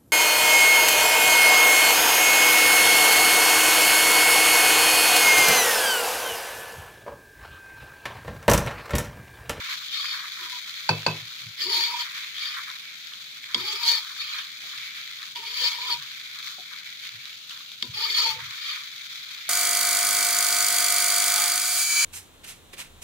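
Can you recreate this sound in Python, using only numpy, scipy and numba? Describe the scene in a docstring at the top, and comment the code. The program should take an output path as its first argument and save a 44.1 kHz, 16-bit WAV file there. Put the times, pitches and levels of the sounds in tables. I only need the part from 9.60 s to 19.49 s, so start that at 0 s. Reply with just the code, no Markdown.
"""At a hot steel wok, fried rice sizzles, heard from close above by two microphone ports of unlike colour.
The sizzle is thousands of random clicks, each turned into a short puff of noise; louder oil pops stand out.
A metal spatula knocks on the rim, lands on the steel and scrapes round the bowl under the rice:
blows ring the steel's modes (its natural pitches), and scraping drives them with many tiny slips.
The wok rocks dully on its stand, a small hollow thing is tapped farther off, and low air noise lies beneath."""
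import sys
import numpy as np
from scipy import signal
from scipy.fft import rfft, irfft, next_fast_len
from scipy.io import wavfile
from scipy.ndimage import uniform_filter1d
from numba import njit

SR = 44100
rng = np.random.default_rng(int(sys.argv[2]) if len(sys.argv) > 2 else 0)


def int16_out(signal):
    """Quantize to a 16-bit WAV file."""
    q = np.round(np.clip(np.atleast_2d(signal).T, -1, 1) * 32767)
    wavfile.write(sys.argv[1], SR, q.astype(np.int16))


N = 436149   # length in samples

# natural pitches of wok and spatula, with relative levels for each kind of touch:
# (pitch_hz, free_t60_s, knock_db, landing_db, scrape_db, left_minus_right_db)
STEEL_MODES = [(108.7, 0.33, -2, -19, -44.5, 2), (157, 0.28, 4, -39, -50, 1), (240, 0.16, -12, 6.5, -39, 3),
               (344, 0.14, -27, -16, -37, 2), (451.4, 0.17, -14.5, -33.5, -35.5, 20),
               (470, 0.22, -10.5, -27.5, -31, -18.5), (884, 0.015, 7, -21, -42.5, -1.5),
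               (905, 0.053, 9.5, -36, -40, -16), (996, 0.22, -4, -16.5, -40, -9.5),
               (1084, 0.0063, 8, -44, -40, -6), (1233, 0.038, -9, 7.5, -12.5, -4),
               (1540, 0.11, -6, -7, -33, 8.5), (1802, 0.049, -17, 3, -14.5, 3.5),
               (2174, 0.055, -14, 11, -16, -9), (2295, 0.048, -9, -7, -10, -2),
               (2427, 0.097, -12, -26, -13.5, -6.5), (2585, 0.25, -4.5, -28, -22, -6),
               (3134, 0.021, -22, 18.5, -6, 3.5), (3320, 0.11, -33, 7, -17, -12),
               (3322, 0.039, -23, 16.5, -14, -17), (3664, 0.075, -26, 14.5, -11, 14.5),
               (4070, 0.065, -25, -18, -14, -25), (4406, 0.044, -25, 5.5, -4, 22.5),
               (4332, 0.056, -15, -4, -3.5, -7.5), (4399, 0.059, -30, -17, -1, 2.5),
               (4516, 0.091, -7, 2.5, -4.5, 21.5), (4500, 0.26, -9.5, 5, -29, 3.5),
               (4710, 0.09, -22, 10, -0.5, 6), (5060, 0.11, -19.5, -1, -15, 17.5),
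               (6780, 0.05, -23, -7, -23.5, 23.5)]
BODY_TOP_HZ = 1100   # modes below this are the body of a blow; scraping rings only those above


def amp(db):
    """Gain of a level in dB."""
    return 10 ** (np.asarray(db) / 20)


def rms_one(x):
    """Scale a sound to an average strength (rms) of 1."""
    return x / np.sqrt(np.mean(x ** 2) + 1e-20)


def band(x, low_hz, high_hz, order):
    """Keep only the sound between two pitches."""
    return signal.sosfilt(signal.butter(order, [low_hz, high_hz], "band", fs=SR, output="sos"), x)


def high_pass(x, hz, order):
    """Weaken the sound below a pitch."""
    return signal.sosfilt(signal.butter(order, hz, "high", fs=SR, output="sos"), x)


def in_time(tables):
    """Columns of joined tables at every sample, and a gate that is open within the tables."""
    t = np.arange(N) / SR
    s, *columns = np.concatenate(tables).T
    gate = sum((t > rows[0][0]) & (t < rows[-1][0]) for rows in tables)
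    return [np.interp(t, s, c) for c in columns], uniform_filter1d(gate * 1., size=600)


def swells(events, rise_db_per_s, fall_db_per_s, rest_db):
    """Level in dB of events that rise, hold and fall; the loudest counts."""
    start, length, peak_db = np.transpose(events)[:, :, None]
    t = np.arange(0, N + 50, 50) / SR   # every 50th sample is enough
    under_db = np.maximum(rise_db_per_s * (start - t), fall_db_per_s * (t - start - length))
    loudest_db = np.max(peak_db - np.maximum(under_db, 0), axis=0)
    return np.interp(np.arange(N) / SR, t, np.maximum(loudest_db, rest_db))


def colour(x, hz, db):
    """Minimum-phase filter with the given levels on a log-frequency axis."""
    size = next_fast_len(N + 8192)
    grid = np.maximum(np.fft.rfftfreq(8192, 1 / SR), 10)
    cepstrum = irfft(np.log(amp(np.interp(np.log(grid), np.log(hz), db))))
    # folding the cepstrum forward makes the filter respond as early as it can
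    cepstrum[1:4096] *= 2
    cepstrum[4097:] = 0
    response = irfft(np.exp(rfft(cepstrum)))
    return irfft(rfft(x, size) * rfft(response, size), size)[..., :N]


def drift(rate_hz):
    """Slow random wandering of spread 1, computed at every 20th sample."""
    r = np.exp(-2 * np.pi * rate_hz * 20 / SR)
    noise = rng.standard_normal(N // 20 + 2002)
    slow = signal.lfilter([1], [1, -2 * r, r * r], noise)[2000:]
    return np.interp(np.arange(N) / 20, np.arange(len(slow)), rms_one(slow))


def clicks(times, gains):
    """A click at each time."""
    out = np.zeros(N)
    out[np.round(np.asarray(times) * SR).astype(int)] = gains
    return out


def grains(per_s, spread_db, clump_db, clump_hz):
    """Clicks at random moments, of uneven size, coming in clumps."""
    sizes = amp(spread_db * np.minimum(rng.exponential(1, N), 4)) * rng.choice([-1, 1], N)
    chance = per_s * amp(clump_db * drift(clump_hz)) / SR
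    return rms_one(sizes * (rng.random(N) < chance))


def bursts(x, t60, shared):
    """Each click becomes a dying puff of reflections in the bowl, only partly alike at the two ports."""
    puff = np.sqrt(signal.lfilter([1], [1, -amp(-120 / (t60 * SR))], x ** 2 + 1e-18))
    noise, share = rng.standard_normal((3, N)), np.clip(shared, 0, 1)
    return rms_one(puff * (np.sqrt(share) * noise[0] + np.sqrt(1 - share) * noise[1:]))


def ring(force, hz, t60):
    """Complex ringing of one mode; its imaginary part is a sine of height 1 for a unit click."""
    pole = amp(-60 / (t60 * SR)) * np.exp(2j * np.pi * hz / SR)
    return signal.lfilter([1], [1, -pole], force + 1e-18)


@njit
def gliding_ring(force, turn, r):
    """A resonance whose pitch moves."""
    out, z = np.zeros(len(force)), 0j
    for i in range(len(force)):
        z = z * r * np.exp(1j * turn[i]) + force[i]
        out[i] = z.imag
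    return out


def gliding(hz, width_hz):
    """Noise twice through a moving resonance; rms 1."""
    turn, r = 2 * np.pi * hz / SR, np.exp(-np.pi * width_hz / SR)
    once = gliding_ring(rng.standard_normal(N), turn, r)
    return rms_one(gliding_ring(once, turn, r))


def port_turns(hz):
    """Random phase of each mode at the right port: high modes arrive out of step."""
    return rng.uniform(-np.pi, np.pi, np.shape(hz)) * np.minimum(hz / 2500, 1) ** 2


def air():
    """Low steady noise of burner and room air, alike at both ports in the bass."""
    # colour of the air noise: (pitch_hz, level_db)
    air_colour = [(18, -44), (30, -17), (75, -14), (124, 4), (290, -4.5), (414, -12), (490, -7),
                  (895, -13.5), (1060, -6.5), (1200, -18.5), (1560, -44.5), (2640, -120)]
    mid, side = colour(rng.standard_normal((2, N)), *np.transpose(air_colour))
    side = high_pass(side, 500, order=1)
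    return amp(-67.5) * rms_one(mid + 0.61 * side * [[1], [-1]])


def taps():
    """A soft blow on a small hollow thing: a dying puff of contact noise drives its modes."""
    # taps farther off: (start_s, relative level_db)
    tap_times = [(5.036, -44), (6.983, -36)]
    # natural pitches of the hollow thing: (pitch_hz, level_db, t60_s)
    tap_modes = [(728, 5, 0.1), (670, 0, 0.099), (418, -4, 0.09), (230, -23, .07)]
    s, level_db = np.transpose(tap_times)
    fading = signal.lfilter([1], [1, -amp(-60 / (0.081 * SR))], clicks(s, amp(level_db - 37)))
    contact = fading * rng.standard_normal((2, N))
    struck = sum(amp(db) * ring(contact[0] + 0.55 * contact, hz, t60).imag for hz, db, t60 in tap_modes)
    return band(struck, 170, 850, order=2)


def rocking():
    """The loaded wok shudders on its stand: noise rings one low, quickly dying resonance."""
    # the wok rocks: (start_s, length_s, level_db)
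    rocks = [(1.63, 0.016, -51), (1.87, 0.023, -47), (3.99, 0.04, -55), (6.385, .03, -55),
             (7.54, 0.025, -56.5), (8.3, .04, -46), (8.74, 0.14, -49)]
    shudder = ring(rng.standard_normal(N), 122.6, 0.065).imag
    shudder = band(shudder, 95, 190, order=2)
    return rms_one(shudder) * amp(swells(rocks, rise_db_per_s=300, fall_db_per_s=400, rest_db=-120))


def blows():
    """Knocks and landings ring the steel's modes, over a rattle that dies band by band."""
    # spatula on the rim, levels relative: (start_s, level_db, body_db, thud_db)
    knocks = [(1.291, -8.5, -9, -26), (1.464, -9.5, -9.5, -28)]
    # spatula edge meets the steel, levels relative: (start_s, level_db, body_db, thud_db)
    landings = [(2.005, -30, -47, -47), (3.945, -16.5, -4.5, -28), (4.2325, -31.5, -35, -58),
                (5.7578, -32, -25, -44), (8.2246, -21, -6, -32.5), (8.3432, -40, -22, -37)]
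    # dense rattle after a blow, relative to its level: (low_hz, high_hz, level_db, t60_s)
    knock_rattle = [(90, 900, -19.5, 0.3), (610, 1070, -7.5, 0.031), (1870, 5140, -16, 0.075)]
    landing_rattle = [(189, 550, -31, 0.21), (2870, 5000, -6, 0.041), (5500, 16000, -18, .02)]
    thud_top_hz, scatter_db = 270, 1.5   # modes below are the thud; random spread of mode levels
    hz, t60, knock_db, land_db, _, pan_db = np.transpose(STEEL_MODES)[:, :, None]
    t, out = np.arange(SR // 2) / SR, np.zeros((2, N + SR))
    # (events, mode levels in dB, body lift in dB, thud lift in dB, rattle bands)
    kinds = [(knocks, knock_db - 10.5, 3.0, 22.0, knock_rattle),
             (landings, land_db - 22.0, 22.0, 30.0, landing_rattle)]
    for events, mode_db, body_lift_db, thud_lift_db, rattles in kinds:
        for s, level_db, body_db, thud_db in events:
            weight_db = np.select([hz < thud_top_hz, hz < BODY_TOP_HZ],
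                                  [thud_db + thud_lift_db, body_db + body_lift_db])
            size = amp(level_db + mode_db + weight_db + scatter_db * rng.standard_normal(hz.shape))
            size = size * amp(-60 * t / t60)
            size = size * (1 - np.exp(-t * hz * 0.5))   # low modes swell in later
            beat_hz = rng.uniform(21.9, 60, hz.shape)   # split modes beat
            size = size * (1 + 0.78 * (hz > 200) * np.cos(2 * np.pi * beat_hz * t))
            phase = -2 * np.pi * hz * t   # the blow pulls the steel away first
            left = np.sum(size * amp(pan_db / 2) * np.sin(phase), axis=0)
            right = np.sum(size * amp(-pan_db / 2) * np.sin(phase + port_turns(hz)), axis=0)
            blow = np.array([left, right])
            for low_hz, high_hz, rattle_db, rattle_t60 in rattles:
                noise = rng.standard_normal((3, len(t)))
                unlike = min(low_hz / 2000, 1.5)   # higher bands differ more between the ports
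                rattle = rms_one(band(noise[0] + unlike * noise[1:], low_hz, high_hz, order=2))
                blow += rattle * amp(level_db + rattle_db - 60 * t / rattle_t60)
            at = round(s * SR)
            out[:, at:at + len(t)] += blow
    return out[:, :N]


def scraping():
    """Stick-slip of the edge: the upper modes ring short, damped by the rice, and flare up unevenly."""
    # the edge scrapes the steel, one list a stroke, levels relative:
    # (time_s, edge_pressure_db, bowl_ring_db, bowl_ring_hz, blade_hum_db, blade_hum_hz)
    scrapes = [
        [(0.72, -59, -66, 986, -65, 357), (0.746, -51, -70, 1030, -76, 383), (0.786, -61, -60, 1030, -67, 373),
         (0.8, -50, -52, 1026, -63, 362), (0.85, -51, -59, 960, -58, 346), (0.884, -58, -50, 1010, -71, 358),
         (0.902, -60, -56, 992, -92, 357), (0.928, -53, -49, 983, -84, 463), (0.978, -51, -56, 984, -81, 440),
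         (1.0, -59, -69, 994, -90, 413)],
        [(1.97, -51, -70, 1010, -84, 367), (2.008, -31.5, -64, 1020, -60, 362),
         (2.074, -34.5, -54, 950, -42, 372), (2.126, -26.5, -41, 930, -55, 430),
         (2.192, -25.5, -38.5, 930, -50.5, 365), (2.288, -32.5, -43, 947, -58, 463),
         (2.344, -36.5, -33.5, 956, -62.5, 422), (2.392, -36, -44, 970, -79, 414),
         (2.424, -34, -39, 960, -73, 425), (2.47, -69, -80, 930, -92, 444)],
        [(3.97, -40, -61, 1030, -47, 350), (4.04, -39.5, -48, 860, -49, 379), (4.08, -30.5, -46, 863, -53, 408),
         (4.162, -35, -50, 903, -54, 415), (4.198, -40, -50, 946, -80, 426), (4.242, -26.5, -42, 949, -58, 402),
         (4.286, -23, -39.5, 912, -68, 483), (4.328, -22.5, -43, 953, -49, 500),
         (4.388, -31, -45, 912, -75, 498), (4.43, -51, -67, 1010, -91, 403)],
        [(5.76, -38, -35, 983, -56, 393), (5.806, -52, -50, 907, -60, 413), (5.952, -35, -58, 990, -67.5, 470),
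         (6.044, -26, -39, 960, -48, 507), (6.084, -28, -39.5, 970, -66, 503), (6.124, -37, -45, 944, -73, 480),
         (6.196, -39.5, -39.5, 966, -53, 522), (6.258, -36.5, -39.5, 1004, -67, 436),
         (6.33, -28, -35.5, 960, -53, 358), (6.39, -73, -59, 960, -84, 384)],
        [(8.33, -48, -74, 900, -82, 402), (8.388, -32, -45, 867, -52, 415), (8.44, -28, -36.5, 930, -68, 420),
         (8.472, -35, -45, 940, -57, 418), (8.562, -26.5, -53, 980, -58, 418),
         (8.584, -22.5, -45, 970, -60, 460), (8.672, -28, -37, 907, -50, 483),
         (8.71, -29.5, -38.5, 884, -56, 484), (8.784, -63, -53, 900, -54, 510), (8.82, -76, -53, 950, -74, 487)],
    ]
    # the blade scoops through rice and barely touches the steel: (time_s, edge_pressure_db)
    scoops = [
        [(0.28, -42), (0.286, -52), (0.356, -34), (0.558, -38), (0.576, -58), (0.6, -40)],
        [(2.74, -55), (2.8, -41), (2.818, -34.5), (2.898, -40), (2.924, -46), (2.96, -44)],
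        [(4.56, -58), (4.58, -46), (4.608, -33), (4.772, -45), (4.79, -36.5), (4.86, -63)],
        [(8.97, -48), (8.986, -52), (8.99, -60), (9.004, -42.5), (9.11, -37.5), (9.22, -57)],
    ]
    # colour of the rasp, relative: (pitch_hz, left_db, right_db)
    rasp_colour = [(500, -56, -63), (990, -12, -1), (1830, 5, -8), (2660, 16, 9.5), (3730, -1, 14.5),
                   (5180, 21, 9), (6600, 5.5, 1.5), (8500, -8, -3.5), (10150, 3, -44), (10200, 3, -26),
                   (11300, -9, -26), (12000, -0.5, -28), (14000, 5.5, -2), (15100, -5, -54)]
    mean_press_db = -33
    # level against the mean pressure, and share of the pressure's swing in dB that is followed
    rasp_db, rasp_follows = -14, 0.68
    lower_offset_db, lower_follows = 6, 0.54   # the same for the modes under 4 kHz
    scoop_rasp_loss_db = 5      # rice under the edge muffles the rasp
    scoop_lower_lift_db = 1.5   # a scoop sounds broader: the lower modes weigh more

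    strokes = [[row[:2] for row in rows] for rows in scrapes + scoops]
    (press_db,), touching = in_time(sorted(strokes, key=lambda rows: rows[0][0]))
    (_, ring_db, ring_hz, hum_db, hum_hz), on_steel = in_time(scrapes)
    swing_db = press_db - mean_press_db
    # the lower modes already speak under a light touch
    lower_db = mean_press_db + lower_offset_db + lower_follows * swing_db
    lower_db += scoop_lower_lift_db * (1 - on_steel)
    slips = grains(5000, spread_db=3.0, clump_db=2.5, clump_hz=62.5)
    out = np.zeros((2, N))
    for hz, t60, _, _, scrape_db, pan_db in STEEL_MODES:
        if hz > BODY_TOP_HZ:
            damped = t60 * 0.43
            even = np.sqrt(2 * (1 - amp(-120 / (damped * SR))))   # rms 1 for a steady rms-1 force
            drive_db = lower_db if hz < 4000 else press_db
            drive = amp(drive_db + scrape_db - 5.5 + 3.26 * drift(8.1))
            force = np.roll(slips, rng.integers(60)) * touching * even * drive
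            z = ring(force, hz, damped)
            # a second ringing leaves little sound between the modes
            z = ring(z, hz, damped * 0.39) * (1 - amp(-60 / (damped * 0.38 * SR)))
            turn = port_turns(hz) + 1.89 * drift(12.0)   # the contact moves, so the ports drift out of step
            left = z.imag * amp(pan_db / 2)
            right = (z * np.exp(1j * turn)).imag * amp(-pan_db / 2)
            out += np.array([left, right])
    out = high_pass(out, 1120, order=6)

    hz, left_db, right_db = np.transpose(rasp_colour)
    rough_db = mean_press_db + rasp_db + rasp_follows * swing_db - scoop_rasp_loss_db * (1 - on_steel)
    rough = bursts(slips, 0.066, 0.087) * touching * amp(rough_db)
    rough = np.array([colour(rough[0], hz, left_db), colour(rough[1], hz, right_db)])
    grit = drift(43)   # rough spots jolt all bands together
    edges_hz = [900, 2700, 5500, 8800, 11500, 13500, 16500]
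    for low_hz, high_hz in zip(edges_hz, edges_hz[1:]):   # each band of the rasp also flickers on its own
        flicker = amp(13.5 + 1.17 * drift(12.4) + 1.1 * grit)
        out += flicker * band(rough, low_hz, high_hz, order=2)
    # bowl ring and blade hum shift in pitch as the contact travels
    bowl_ring = gliding(ring_hz, 45) * amp(ring_db + 1.2 * drift(43)) * amp([[-1.5], [1.5]])
    hum = gliding(hum_hz, 67) * amp(hum_db + 1.4 * drift(21))
    return out + (bowl_ring + hum) * on_steel


def spitting():
    """Single loud pops of oil: a short ring in a puff of noise."""
    # pops, levels relative: (start_s, level_db, left_minus_right_db, pitch_hz)
    spits = [(0.351, -27, -2, 4500), (0.456, -18, -4, 2200), (0.6023, -27, -8, 1600),
             (0.6564, -24, -0.5, 2110), (1.431, -26, -8, 1550), (3.101, -22.5, 5.0, 3780),
             (3.5365, -22.5, -3, 3420), (3.8416, -25, -2, 2350), (4.565, -26, 4, 1590),
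             (4.788, -20, 1, 3540), (5.177, -26, 11, 4300), (5.2325, -28.5, 15, 3670),
             (5.6294, -25, 11, 4020), (6.613, -27, -8, 3470), (6.6583, -26, 3, 3730),
             (6.788, -24.5, 4.0, 4190), (6.8735, -25, -4, 2140), (7.135, -27, 9, 3660),
             (7.1868, -28, 13.5, 4550), (7.2918, -30, 9, 3860), (7.4524, -26, 1.5, 2360),
             (7.6555, -24, -7, 3860), (7.8954, -26, 10, 3980), (7.909, -24.5, 0, 3020),
             (8.1177, -26.5, 7, 3720)]
    t, out = np.arange(900) / SR, np.zeros((2, N + 900))
    for s, level_db, pan_db, hz in spits:
        burst = rng.standard_normal((2, 900)) * 0.55 + np.sin(2 * np.pi * hz * t)
        gain = amp(level_db + pan_db * np.array([[.5], [-.5]]))
        at = round(s * SR)
        out[:, at:at + 900] += gain * burst * amp(-60 * t / 0.0073)
    return band(out[:, :N], 1300, 5800, order=2)


def frying():
    """Thousands of steam bubbles burst each second all over the bowl; stirred rice adds a lower rustle."""
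    # colour of the fizz at each port: (pitch_hz, level_db)
    fizz_left = [(700, -53.5), (1350, -10.5), (1950, -6), (2300, 1.5), (2550, -13.5), (2800, -16.5),
                 (3400, -2.5), (4200, -2.5), (5500, -12), (6700, -13), (8500, -37), (9800, -19.5),
                 (11400, -29.5), (12300, -23.5), (14500, -20), (16000, -27)]
    fizz_right = [(700, -34.5), (1250, -13.5), (1750, -10.5), (2250, -1), (2850, -5.5), (3550, -1.5),
                  (4500, -10.5), (5050, -24), (5400, -27.5), (7600, -19), (9300, -40), (10200, -40),
                  (11400, -35.5), (14100, -27), (16000, -34.5)]
    # vigour of the fizz, relative: (time_s, level_db)
    vigour = [(0, -42), (.35, -41.5), (.7, -44), (.92, -43.5), (1.3, -42.5), (1.95, -46.5), (2.55, -43),
              (3.2, -45.5), (3.9, -46), (4.5, -43.5), (4.92, -45.5), (5.1, -43), (5.7, -45.5), (6.4, -43.5),
              (7.1, -46.5), (7.45, -46.5), (7.6, -46.5), (8.2, -48), (8.9, -43), (9.25, -45), (9.6, -43.5),
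              (9.89, -45)]
    # the fizz flares when a wet patch meets hot oil: (start_s, length_s, lift_db)
    flares = [(.1, 0.033, 3), (.35, 0.017, -0.5), (.84, 0.11, 1.5), (2.57, 0.036, 2), (4.74, 0.03, 1.5),
              (5.06, 0.021, 1), (6.835, .05, 4), (7.435, 0.016, 3.5), (7.9, .03, 2.5), (9.05, .12, 1),
              (9.52, 0.045, 2)]
    # wet rice tumbles over: (start_s, length_s, rustle_db)
    tumbles = [(0, 0.055, -42), (.11, 0.017, -36), (.35, 0.023, -51), (.45, .21, -38.5), (.78, .07, -41.5),
               (.97, 0.014, -52), (1.06, 0.4, -52.5), (1.56, 0.26, -53), (2.46, 0.16, -43),
               (2.85, 0.11, -44), (2.97, 0.014, -36.5), (3.09, 0.015, -43.5), (3.53, 0.0087, -49),
               (3.9, 0.076, -47.5), (4.43, 0.084, -45.5), (4.73, 0.077, -42), (5.11, 0.038, -46),
               (5.36, 0.028, -52), (5.61, .02, -46.5), (6.4, 0.04, -47.5), (6.78, 0.015, -47.5),
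               (6.88, 0.029, -46), (7.13, 0.0088, -43.5), (7.46, 0.033, -54), (7.65, 0.033, -56),
               (7.92, 0.091, -51), (8.8, 0.17, -46.5), (9.13, 0.025, -40.5), (9.43, 0.018, -57),
               (9.7, 0.068, -54)]
    # colour of wet rice tumbling: (pitch_hz, level_db)
    rustle_colour = [(780, -46.5), (950, -6), (1200, 3), (1500, 1.5), (1900, 2.5), (2600, -26)]
    rustle_rest_db = -64.5
    flare_share = 0.054   # share of a tumble's rise in dB that the fizz follows, as wet grains meet hot steel

    wet_db = swells(tumbles, rise_db_per_s=310, fall_db_per_s=169, rest_db=rustle_rest_db)
    fizz_db = in_time([vigour])[0][0] + flare_share * (wet_db - rustle_rest_db)
    fizz_db += swells(flares, rise_db_per_s=250, fall_db_per_s=51, rest_db=0)
    fine = bursts(grains(2800, spread_db=-0.5, clump_db=2.0, clump_hz=26.7), 0.019, 0.17)
    crackle = bursts(grains(220, spread_db=4.5, clump_db=2.5, clump_hz=6.6), 0.0088, 0.48)
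    fine += amp(-9.0) * crackle
    tinted = np.array([colour(fine[0], *np.transpose(fizz_left)),
                       colour(fine[1], *np.transpose(fizz_right))])
    # the valleys of the fizz deepen and fill as the heap shifts
    for valley_hz in [(1000, 1270), (1500, 2520), (2600, 2990)]:
        valley = signal.butter(2, valley_hz, "band", fs=SR, output="sos")
        depth = np.clip(0.3 + 0.27 * drift(1.3), 0, .65)
        tinted -= depth * signal.sosfiltfilt(valley, tinted)
    rustle = bursts(grains(650, spread_db=4.0, clump_db=4.0, clump_hz=18), 0.061, 0.18)
    rustle = colour(rustle, *np.transpose(rustle_colour))
    return amp(fizz_db + 6.5) * rms_one(tinted) + amp(wet_db) * rms_one(rustle)


def scene():
    """Everything at the two ports."""
    return air() + taps() + rocking() + blows() + scraping() + spitting() + frying()


def record(dry):
    """The deep bass rolls off and the top is cut steeply at 15.7 kHz."""
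    thin = high_pass(dry, 55, order=2)
    return signal.sosfilt(signal.ellip(10, .5, 60, 15700, fs=SR, output="sos"), thin)


dry = scene()
out = record(dry)
int16_out(out)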